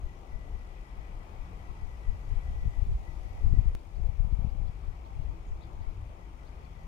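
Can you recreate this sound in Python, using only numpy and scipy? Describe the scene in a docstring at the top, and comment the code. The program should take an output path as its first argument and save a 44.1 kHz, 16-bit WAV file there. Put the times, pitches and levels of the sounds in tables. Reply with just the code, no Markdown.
"""Wind at the edge of a marsh

Reeds hiss over a far low rumble and a steady wash of distant wind, with faint hoots.
Gusts thump the microphone, mostly on its left side, while the camera whines and hums faintly.
About halfway a splice clicks; then the hiss drops, the whine throbs and a far small bird chirps."""
import sys
import numpy as np
from scipy import signal
from scipy.fft import rfft, irfft, next_fast_len
from scipy.io import wavfile
from scipy.ndimage import uniform_filter1d, map_coordinates

SR = 44100
rng = np.random.default_rng(int(sys.argv[2]) if len(sys.argv) > 2 else 0)


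def persist_wave(psi):
    """Save psi, clipped to +-1, as 16-bit WAV."""
    counts = np.round(np.clip(psi, -1, 1) * 32767).astype(np.int16)
    wavfile.write(sys.argv[1], SR, np.atleast_2d(counts).T)


N = 302967


def amp(db):
    """Turn decibels into a number to multiply by."""
    return 10 ** (np.asarray(db) / 20)


def unit(x):
    """Scale a sound so that its average strength (rms) is 1."""
    return x / np.sqrt(np.mean(x ** 2) + 1e-30)


def clock():
    """The time of every sample, in seconds."""
    return np.arange(N) / SR


def along(points, hz, column=1):
    """Read a table at any frequency, sliding between its rows."""
    cols = np.transpose(points)
    return np.interp(np.log(hz + 1), np.log(cols[0] + 1), cols[column])


def curve(rows):
    """Join (seconds, value) rows with straight lines."""
    return np.interp(clock(), *np.transpose(rows))


def swells(rows, half_s):
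    """A level that rises and falls briefly at each (seconds, dB) row."""
    return sum(amp(db) * np.exp(-((clock() - s) / half_s) ** 2) for s, db in rows)


def wobble(rate):
    """A smooth curve through `rate` random values a second."""
    return map_coordinates(rng.standard_normal(int(N * rate / SR) + 4), [clock() * rate])


def filtered(x, response):
    """Turn each frequency up or down by the gain response(hz)."""
    size = next_fast_len(N + SR // 2)
    return irfft(rfft(x, size) * response(np.fft.rfftfreq(size, 1 / SR)), size)[..., :N]


def narrow(x, centre_hz, width_hz):
    """Keep one narrow band, which turns noise into a wavering tone."""
    return unit(filtered(x, lambda hz: 1 / (1 + (2 * (hz - centre_hz) / width_hz) ** 2)))


def noise(colour):
    """Noise whose mix of low and high follows (Hz, dB) rows."""
    return unit(filtered(rng.standard_normal(N), lambda hz: amp(along(colour, hz))))


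def evened(x, span_s):
    """Flatten the chance swells of a noise."""
    power = uniform_filter1d(np.abs(signal.hilbert(x)) ** 2, max(int(span_s * SR), 1))
    return unit(x / np.sqrt(np.abs(power) + 1e-6))


def patchy_pair(alike, patchy_db):
    """Stereo noise with drifting loud and soft patches; `alike` sets how well the sides match."""
    spectrum = signal.stft(rng.standard_normal((2, N)), nperseg=512)[2]
    patches = uniform_filter1d(rng.standard_normal(spectrum.shape[1:]), size=5, axis=0)
    patches = uniform_filter1d(patches, size=18, axis=1)
    pair = signal.istft(spectrum * amp(patchy_db * unit(patches)), nperseg=512)[1][:, :N]
    turn = lambda hz: np.arccos(np.clip(along(alike, hz), -1, 1)) / 2
    shared, opposed = filtered(pair, lambda hz: np.array([np.cos(turn(hz)), np.sin(turn(hz))]))
    return np.array([shared + opposed, shared - opposed])


# How the rumble rises and falls. 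Each row: time in seconds, relative level in dB.
RUMBLE_LEVELS = [(.06, -42), (.25, -52), (.35, -43.5), (.47, -43.5), (.56, -42.5), (.75, -48.5),
                 (.82, -43.5), (.86, -54.5), (.91, -47), (.99, -44.5), (1.04, -49.5), (1.15, -39.5),
                 (1.28, -51.5), (1.36, -44), (1.6, -47), (2.0, -43.5), (2.3, -43), (3.7, -49), (3.82, -50),
                 (4.85, -45), (5.0, -47), (5.08, -44.5), (5.55, -44), (5.68, -46.5), (6.08, -45.5),
                 (6.17, -51.5), (6.25, -47), (6.6, -50), (6.87, -47)]
# The rumble's tone. Each row: frequency in Hz, relative strength in dB.
RUMBLE_COLOUR = [(10, -28), (20, -13), (31, 2.5), (42, -4.5), (58, -.5), (76, -11.5), (95, -11.5),
                 (115, -20), (160, -23.5), (240, -35.5), (500, -61), (1500, -100)]

def rumble():
    """A far low rumble flutters, in step on both sides and stronger on the left."""
    db = curve(RUMBLE_LEVELS) + 1.5 * wobble(rate=11)
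    return amp(db) * evened(noise(RUMBLE_COLOUR), span_s=0.093) * amp([[5.3], [-.5]])


def drone():
    """A low far drone grows steadily, heard only at the very end."""
    rise_db_per_s = 18
    db = -54.5 - rise_db_per_s * (N / SR - clock())
    tone = narrow(rng.standard_normal(N), centre_hz=129, width_hz=80)
    return amp(db) * tone * amp([[2.5], [-3]])


# How loud the distant wind is. Each row: time in seconds, relative level in dB.
WASH_LEVELS = [(0, -60.5), (.8, -60), (.86, -60.5), (.95, -59), (1.25, -58.5), (1.45, -58), (1.62, -58.5),
               (1.9, -60.5), (2.3, -59), (3.15, -60.5), (3.4, -59.5), (3.7, -60.3), (3.82, -62.5),
               (4.45, -60.5), (4.75, -61.5), (4.87, -61), (5.1, -60), (5.6, -61.5), (5.82, -60.5),
               (6.3, -61.5), (6.58, -59.5), (6.87, -61.5)]
# Its tone. Each row: frequency in Hz, relative strength on the left and on the right in dB.
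WASH_COLOUR = [(131, 7, 2.5), (220, 0, -7.5), (378, -1.5, -7.5), (538, -2.5, -11.5), (844, -1.5, -8),
               (1100, -4.5, -9), (1196, -5.5, -14), (1493, -15.5, -20), (1850, -16, -27.5),
               (2060, -16, -26), (2150, -11, -28), (2400, -11, -28.5), (2860, -19, -37), (3140, -17, -41),
               (3890, -26.5, -55), (6000, -35.5, -41), (10200, -43.5, -53)]
# How its two sides match. Each row: frequency in Hz, likeness from 1 (same) to -1 (opposite).
WASH_ALIKE = [(200, 0.92), (350, 0.93), (520, 0.24), (760, 0.41), (880, -0.35), (1080, -0.62),
              (1400, -0.075), (1900, -0.19), (3200, 0.087), (6000, -0.0043)]

def wash():
    """Distant wind over open ground blends into a murmur."""
    sides = lambda hz: amp([along(WASH_COLOUR, hz, column=1), along(WASH_COLOUR, hz, column=2)])
    low_cut = lambda hz: hz ** 2 / (hz ** 2 + 90 ** 2)
    air = filtered(patchy_pair(WASH_ALIKE, patchy_db=1.13), lambda hz: sides(hz) * low_cut(hz))
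    return amp(curve(WASH_LEVELS) + 6.0) * unit(air)


# Thin hums. Each row: start in seconds, pitch in Hz, width in Hz, left level in dB,
# right level in dB, likeness of the two sides.
HUMS = [(-0.5, 895, 20, -73, -71, -0.67), (-1, 389, 14, -71, -81, 0.99), (3, 334, 18, -65.5, -77.5, 0.48),
        (0, 6660, 400, -91, -89, 0.047)]

def hums():
    """Faint steady hums waver; the one near 895 Hz comes from the camera."""
    out = np.zeros((2, N))
    for start, centre_hz, width_hz, left_db, right_db, alike in HUMS:
        tone = narrow(patchy_pair([(1000, alike)], patchy_db=-3.5), centre_hz, width_hz)
        out += tone * amp([[left_db], [right_db]]) * (clock() >= start)
    return out


# Short hoots. Each row: time of the peak in seconds, level on the right in dB.
HOOTS = [(.35, -66), (.99, -63), (1.75, -57), (2.82, -66), (3.37, -66), (5.08, -55), (5.35, -65),
         (5.84, -58), (6.64, -64)]

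def hoots():
    """One faint tone swells into brief hoots, the two sides moving against each other."""
    tone = evened(narrow(rng.standard_normal(N), centre_hz=897, width_hz=27), span_s=0.045)
    return swells(HOOTS, half_s=0.039) * tone * np.array([[-amp(-7)], [1]])


# How loud the reeds are. Each row: time in seconds, relative level in dB.
REED_LEVELS = [(0.0, -76), (1.22, -76), (2.6, -73.5), (3.52, -73.5), (3.92, -77), (5.85, -77.5),
               (6.87, -77)]
# Their tone. Each row: frequency in Hz, relative strength in dB.
REED_COLOUR = [(500, -19), (2000, 2), (3500, -1.5), (5300, -0.5), (6700, -3), (8000, -6.5), (11000, -9),
               (15500, -15.5)]

def reeds():
    """Reeds hiss with small dry ticks; a faint electrical buzz from the camera roughens the treble."""
    ticks_per_s, buzz_hz, buzz_db = 150, 50, 3.2
    hiss = unit(patchy_pair([(1000, -0.063)], patchy_db=1.1))
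    ticks = unit(rng.standard_normal((2, N)) * (rng.random((2, N)) < ticks_per_s / SR))
    phase = 2 * np.pi * buzz_hz * (clock() - .0133)
    camera_buzz = amp(buzz_db * ((1 + np.cos(phase)) / 2) ** 6)
    rustle = filtered(hiss * camera_buzz + 0.14 * ticks, lambda hz: amp(along(REED_COLOUR, hz)))
    return amp(curve(REED_LEVELS) + 5.5) * unit(rustle)


def whistle(shape, pitch, rasp, tilt_db=0):
    """One gliding note; rasp shakes its pitch, and tilt_db makes it louder per octave up."""
    t = np.arange(SR // 10) / SR - 1 / 20
    s, hz, db = np.transpose(shape)
    jitter = 1 + rasp * wobble(rate=700)[:len(t)]
    phase = 2 * np.pi * np.cumsum(pitch * jitter * np.interp(t, s, hz)) / SR
    db = db + tilt_db * np.log2(hz / hz.mean())
    return np.sqrt(2) * np.sin(phase) * amp(np.interp(t, s, db, left=-120, right=-120))


def reed_echo(call, fade_s):
    """The reed bed scatters a call, adding a blurred echo that drops 60 dB in fade_s."""
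    t = np.arange(SR // 3) / SR
    tail = rng.standard_normal((2, len(t))) * amp(-60 * t / fade_s)
    return call + signal.fftconvolve(call[None], tail / np.linalg.norm(tail[0]), axes=1)[:, :N]


# The chirps. Each row: time in seconds, relative level in dB, brightness in dB per octave.
CHIRPS = [(3.79, -75, 0), (3.953, -74, 6), (4.324, -76, 0), (4.495, -74, 3), (4.672, -71, 3),
          (5.053, -73.5, 3), (5.225, -74.5, 5), (5.626, -65.5, -6), (5.82, -71.5, 5), (5.909, -78, 0),
          (6.472, -71, 3), (6.641, -72, 3)]
# A chirp's two voices, and one thin high note.
# Each row: seconds from the note's middle, base pitch in Hz, relative level in dB.
RISING_VOICE = [(-.03, 3265, -16), (-.015, 3550, -2), (-.003, 4030, 1.5), (.006, 4530, -1),
                (.014, 4880, -1), (.022, 5100, -29)]
FALLING_VOICE = [(-.002, 4150, -24), (.005, 3796, -3.5), (.014, 3400, 0), (.022, 3240, -26)]
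THIN_NOTE = [(-.028, 7000, -18), (-.012, 6850, 1), (.002, 6650, -1), (.014, 6800, 1), (.026, 6700, -20)]

def birds():
    """A small bird far to the left repeats a raspy two-voiced chirp; another gives one thin note."""
    rasp, thin_note_at_s = .025, 5.478
    song = np.zeros(N + SR)
    pitches = 1 + 0.0198 * rng.standard_normal(len(CHIRPS))
    for (s, db, tilt_db), pitch in zip(CHIRPS, pitches):
        rising = whistle(RISING_VOICE, pitch, rasp, tilt_db)
        falling = whistle(FALLING_VOICE, pitch, 2 * rasp) * amp(-tilt_db / 2)
        song[round(s * SR) - SR // 20:][:len(rising)] += amp(db) * (rising + falling)
    thin = whistle(THIN_NOTE, pitch=0.99, rasp=rasp / 2)
    song[round(thin_note_at_s * SR) - SR // 20:][:len(thin)] += amp(-75.5) * thin
    rough = song[:N] * (1 + .6 * wobble(rate=900))
    return reed_echo(rough, fade_s=.13) * amp([[-3.5], [-14.5]])


CLICK_AT_S = 3.751

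def click():
    """A splice in the sound makes one dry click, mostly on the left."""
    age = clock() - CLICK_AT_S
    return (age >= 0) * np.exp(-np.abs(age) / 0.002) * amp([[-26], [-38]])


# How loud the camera's whine is. Each row: time in seconds, relative level in dB.
WHINE_LEVELS = [(0, -73), (.08, -66), (.15, -71), (.24, -81), (.32, -68), (.65, -67), (1.23, -68),
                (1.3, -73), (1.4, -69.5), (1.65, -66.5), (1.95, -68.5), (2.08, -65.5), (2.38, -69),
                (2.55, -62), (2.75, -64), (2.97, -77), (3.07, -60.5), (3.16, -73), (3.27, -65.5),
                (3.38, -70), (3.73, -65), (3.79, -84), (4.11, -74), (4.45, -83), (4.69, -76), (4.88, -74),
                (5.07, -78), (5.3, -76), (5.9, -75), (6.6, -72.5), (6.8, -71.5)]
# Its two tones after the click. Each row: pitch in Hz, width in Hz.
WHINE_PAIR = [(1945, 27), (2003, 30)]

def whine():
    """The camera whines thinly; after the click its tone splits into two weaker ones that throb."""
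    flutter_db, throb_db, throb_period_s, throb_peak_at_s = 2.14, 4.5, .192, 4.115
    tone = lambda centre_hz, width_hz: narrow(rng.standard_normal(N), centre_hz, width_hz)
    double = unit(sum(tone(*row) for row in WHINE_PAIR))
    after_click = clock() >= CLICK_AT_S
    throb = after_click * np.cos(2 * np.pi * (clock() - throb_peak_at_s) / throb_period_s)
    db = curve(WHINE_LEVELS) + flutter_db * wobble(rate=18) + throb_db * throb
    single = tone(centre_hz=1969, width_hz=27)
    voice = amp(db) * evened(np.where(after_click, double, single), span_s=0.04)
    return voice * np.array([[amp(3.5)], [-amp(-8.5)]])  # the two sides move against each other


# Puffs of air. Each row: time of the peak in seconds, level on the left in dB.
PUFFS = [(4.07, -53), (4.23, -55.5), (4.42, -54), (4.6, -55.5)]
# Their tone. Each row: frequency in Hz, relative strength in dB.
PUFF_COLOUR = [(200, -8), (450, 0.5), (620, 2), (900, -6), (1400, -20), (3000, -54)]

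def puffs():
    """Soft puffs of air rush past, mostly on the left, during the last strong gusts."""
    air = np.array([noise(PUFF_COLOUR), noise(PUFF_COLOUR)])
    return swells(PUFFS, half_s=0.06) * air * amp([[0], [-10]])


# Gusts on the microphone. Each row: start and length in seconds, left and right level in dB.
GUSTS = [(1.829, 0.062, -37, -46), (2.088, 0.053, -32.5, -38), (2.294, 0.067, -30.5, -39.5),
         (2.475, .22, -29, -36.5), (2.789, 0.083, -30.5, -46), (2.891, .07, -29.5, -29),
         (3.024, 0.29, -37, -52), (3.354, .04, -53, -35.5), (3.443, 0.16, -22, -35.5),
         (3.665, 0.08, -26.5, -33.5), (3.986, 0.13, -28.5, -54), (4.177, 0.17, -27.5, -56),
         (4.38, 0.29, -29, -49), (4.864, 0.026, -33.5, -46), (5.172, 0.15, -33, -53),
         (5.487, 0.07, -50, -39), (5.76, 0.144, -37.5, -61)]

def gust_levels():
    """Wind level in dB per side: gusts build, hold and fade over a breeze that follows the rumble."""
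    rise_s, fall_s = 0.029, 0.024
    t = clock()
    breeze = amp([[-4], [-7.5]]) * amp(curve(RUMBLE_LEVELS))
    power = breeze ** 2
    for start, length, left_db, right_db in GUSTS:
        before = np.maximum(start - t, 0) / rise_s
        after = np.maximum(t - start - length, 0) / fall_s
        shape = np.exp(-np.minimum(before + after, 20))
        power += (amp([[left_db], [right_db]]) * shape) ** 2
    return 10 * np.log10(power)


STRONG_WIND_DB = -31  # above this the wind sounds fuller and carries small swirls
# The tone of wind on the microphone. Each row: frequency in Hz, relative strength in dB.
BUFFET_COLOUR = [(8, -10), (18, -4), (32, 1), (55, -2.5), (80, -9), (110, -12.5), (170, -21.5), (260, -35),
                 (500, -45), (1500, -100)]

def buffet(level_db, soft_hz):
    """Churning air thumps one side of the microphone; a weak breeze is muffled above soft_hz."""
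    db = level_db + wobble(rate=12)  # swings by about 1 dB
    strong = evened(noise(BUFFET_COLOUR), span_s=0.07)
    weak = unit(filtered(strong, lambda hz: 1 / np.sqrt(1 + (hz / soft_hz) ** 6)))
    force = np.clip((db - STRONG_WIND_DB) / 11, 0, 1)
    return amp(db) * (force * strong + (1 - force) * weak)


def small_eddies(level_db, per_s=10, half_s=0.0019):
    """Rows for small chance swirls of air, stronger when the gust that carries them is stronger."""
    at = np.flatnonzero((rng.random(N) < per_s / SR) & (level_db > STRONG_WIND_DB))
    return [(i / SR, level_db[i] - 5, half_s) for i in at]


# The hardest swirls of air. Each row: time in seconds, relative level in dB, half-length in seconds.
BIG_EDDIES = [(.055, -27.5, 0.0096), (.35, -26.5, 0.0086), (.55, -28.5, .0055), (.99, -28, 0.0054),
              (1.41, -29.5, 0.0075), (1.705, -26, 0.0061), (1.84, -26.5, 0.0078), (2.088, -18, 0.0061),
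              (2.115, -23, 0.0064), (2.325, -21, 0.0057), (2.376, -17.5, 0.0064), (2.66, -24.5, 0.003),
              (2.678, -16.5, 0.0043), (2.787, -19.5, 0.006), (2.827, -17.5, 0.0042), (2.92, -22, 0.004),
              (3.451, -16, 0.0053), (3.464, -20.5, 0.0025), (3.514, -17.5, 0.0058), (3.531, -15, 0.0032),
              (3.539, -25.5, 0.0013), (3.578, -26.5, 0.0015), (3.592, -10, 0.0042), (3.659, -24, 0.0024),
              (3.677, -16, 0.0059), (4.0, -23, 0.003), (4.059, -16.5, 0.0061), (4.093, -20, 0.0039),
              (4.204, -15, 0.0037), (4.222, -21.5, 0.0077), (4.25, -24, .0025), (4.326, -20, 0.0026),
              (4.34, -18, 0.0043), (4.392, -19.5, 0.0029), (4.449, -18, .0024), (4.471, -23, 0.0024),
              (4.6, -23.5, 0.0038), (4.65, -25.5, 0.0039), (4.697, -24.5, 0.0034), (4.885, -22.5, 0.0048),
              (5.197, -23, 0.0034), (5.295, -23.5, 0.0042), (5.525, -25.5, 0.0068), (5.812, -25.5, 0.0048),
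              (5.885, -25.5, 0.0071)]

def eddies(wind_db):
    """Each swirl knocks on the left, pushing the pressure one way and back; short ones sound higher."""
    rows = BIG_EDDIES + small_eddies(wind_db)
    signs = np.sign(rng.standard_normal(len(rows)))
    out, t = np.zeros(N), clock()
    for (s, db, half_s), sign in zip(rows, signs):
        centre = round(s * SR)
        near = slice(max(centre - SR // 20, 0), centre + SR // 20)
        passing = (t[near] - s) / half_s
        out[near] += amp(db) * sign * passing / np.cosh(passing) ** 2
    return out * amp([[7], [-18]])


def scene():
    """Add up the background, the whine, the click and the wind on the microphone."""
    left_db, right_db = gust_levels()
    wind = np.array([buffet(left_db, soft_hz=88), buffet(right_db, soft_hz=97)]) + puffs()
    background = rumble() + drone() + wash() + reeds() + hums() + birds() + hoots()
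    return background + whine() + click() + wind + eddies(left_db)


def record(dry):
    """The camera cuts off the very highest treble."""
    return filtered(dry, lambda hz: hz < 15750)


dry = scene()
out = record(dry)
persist_wave(out)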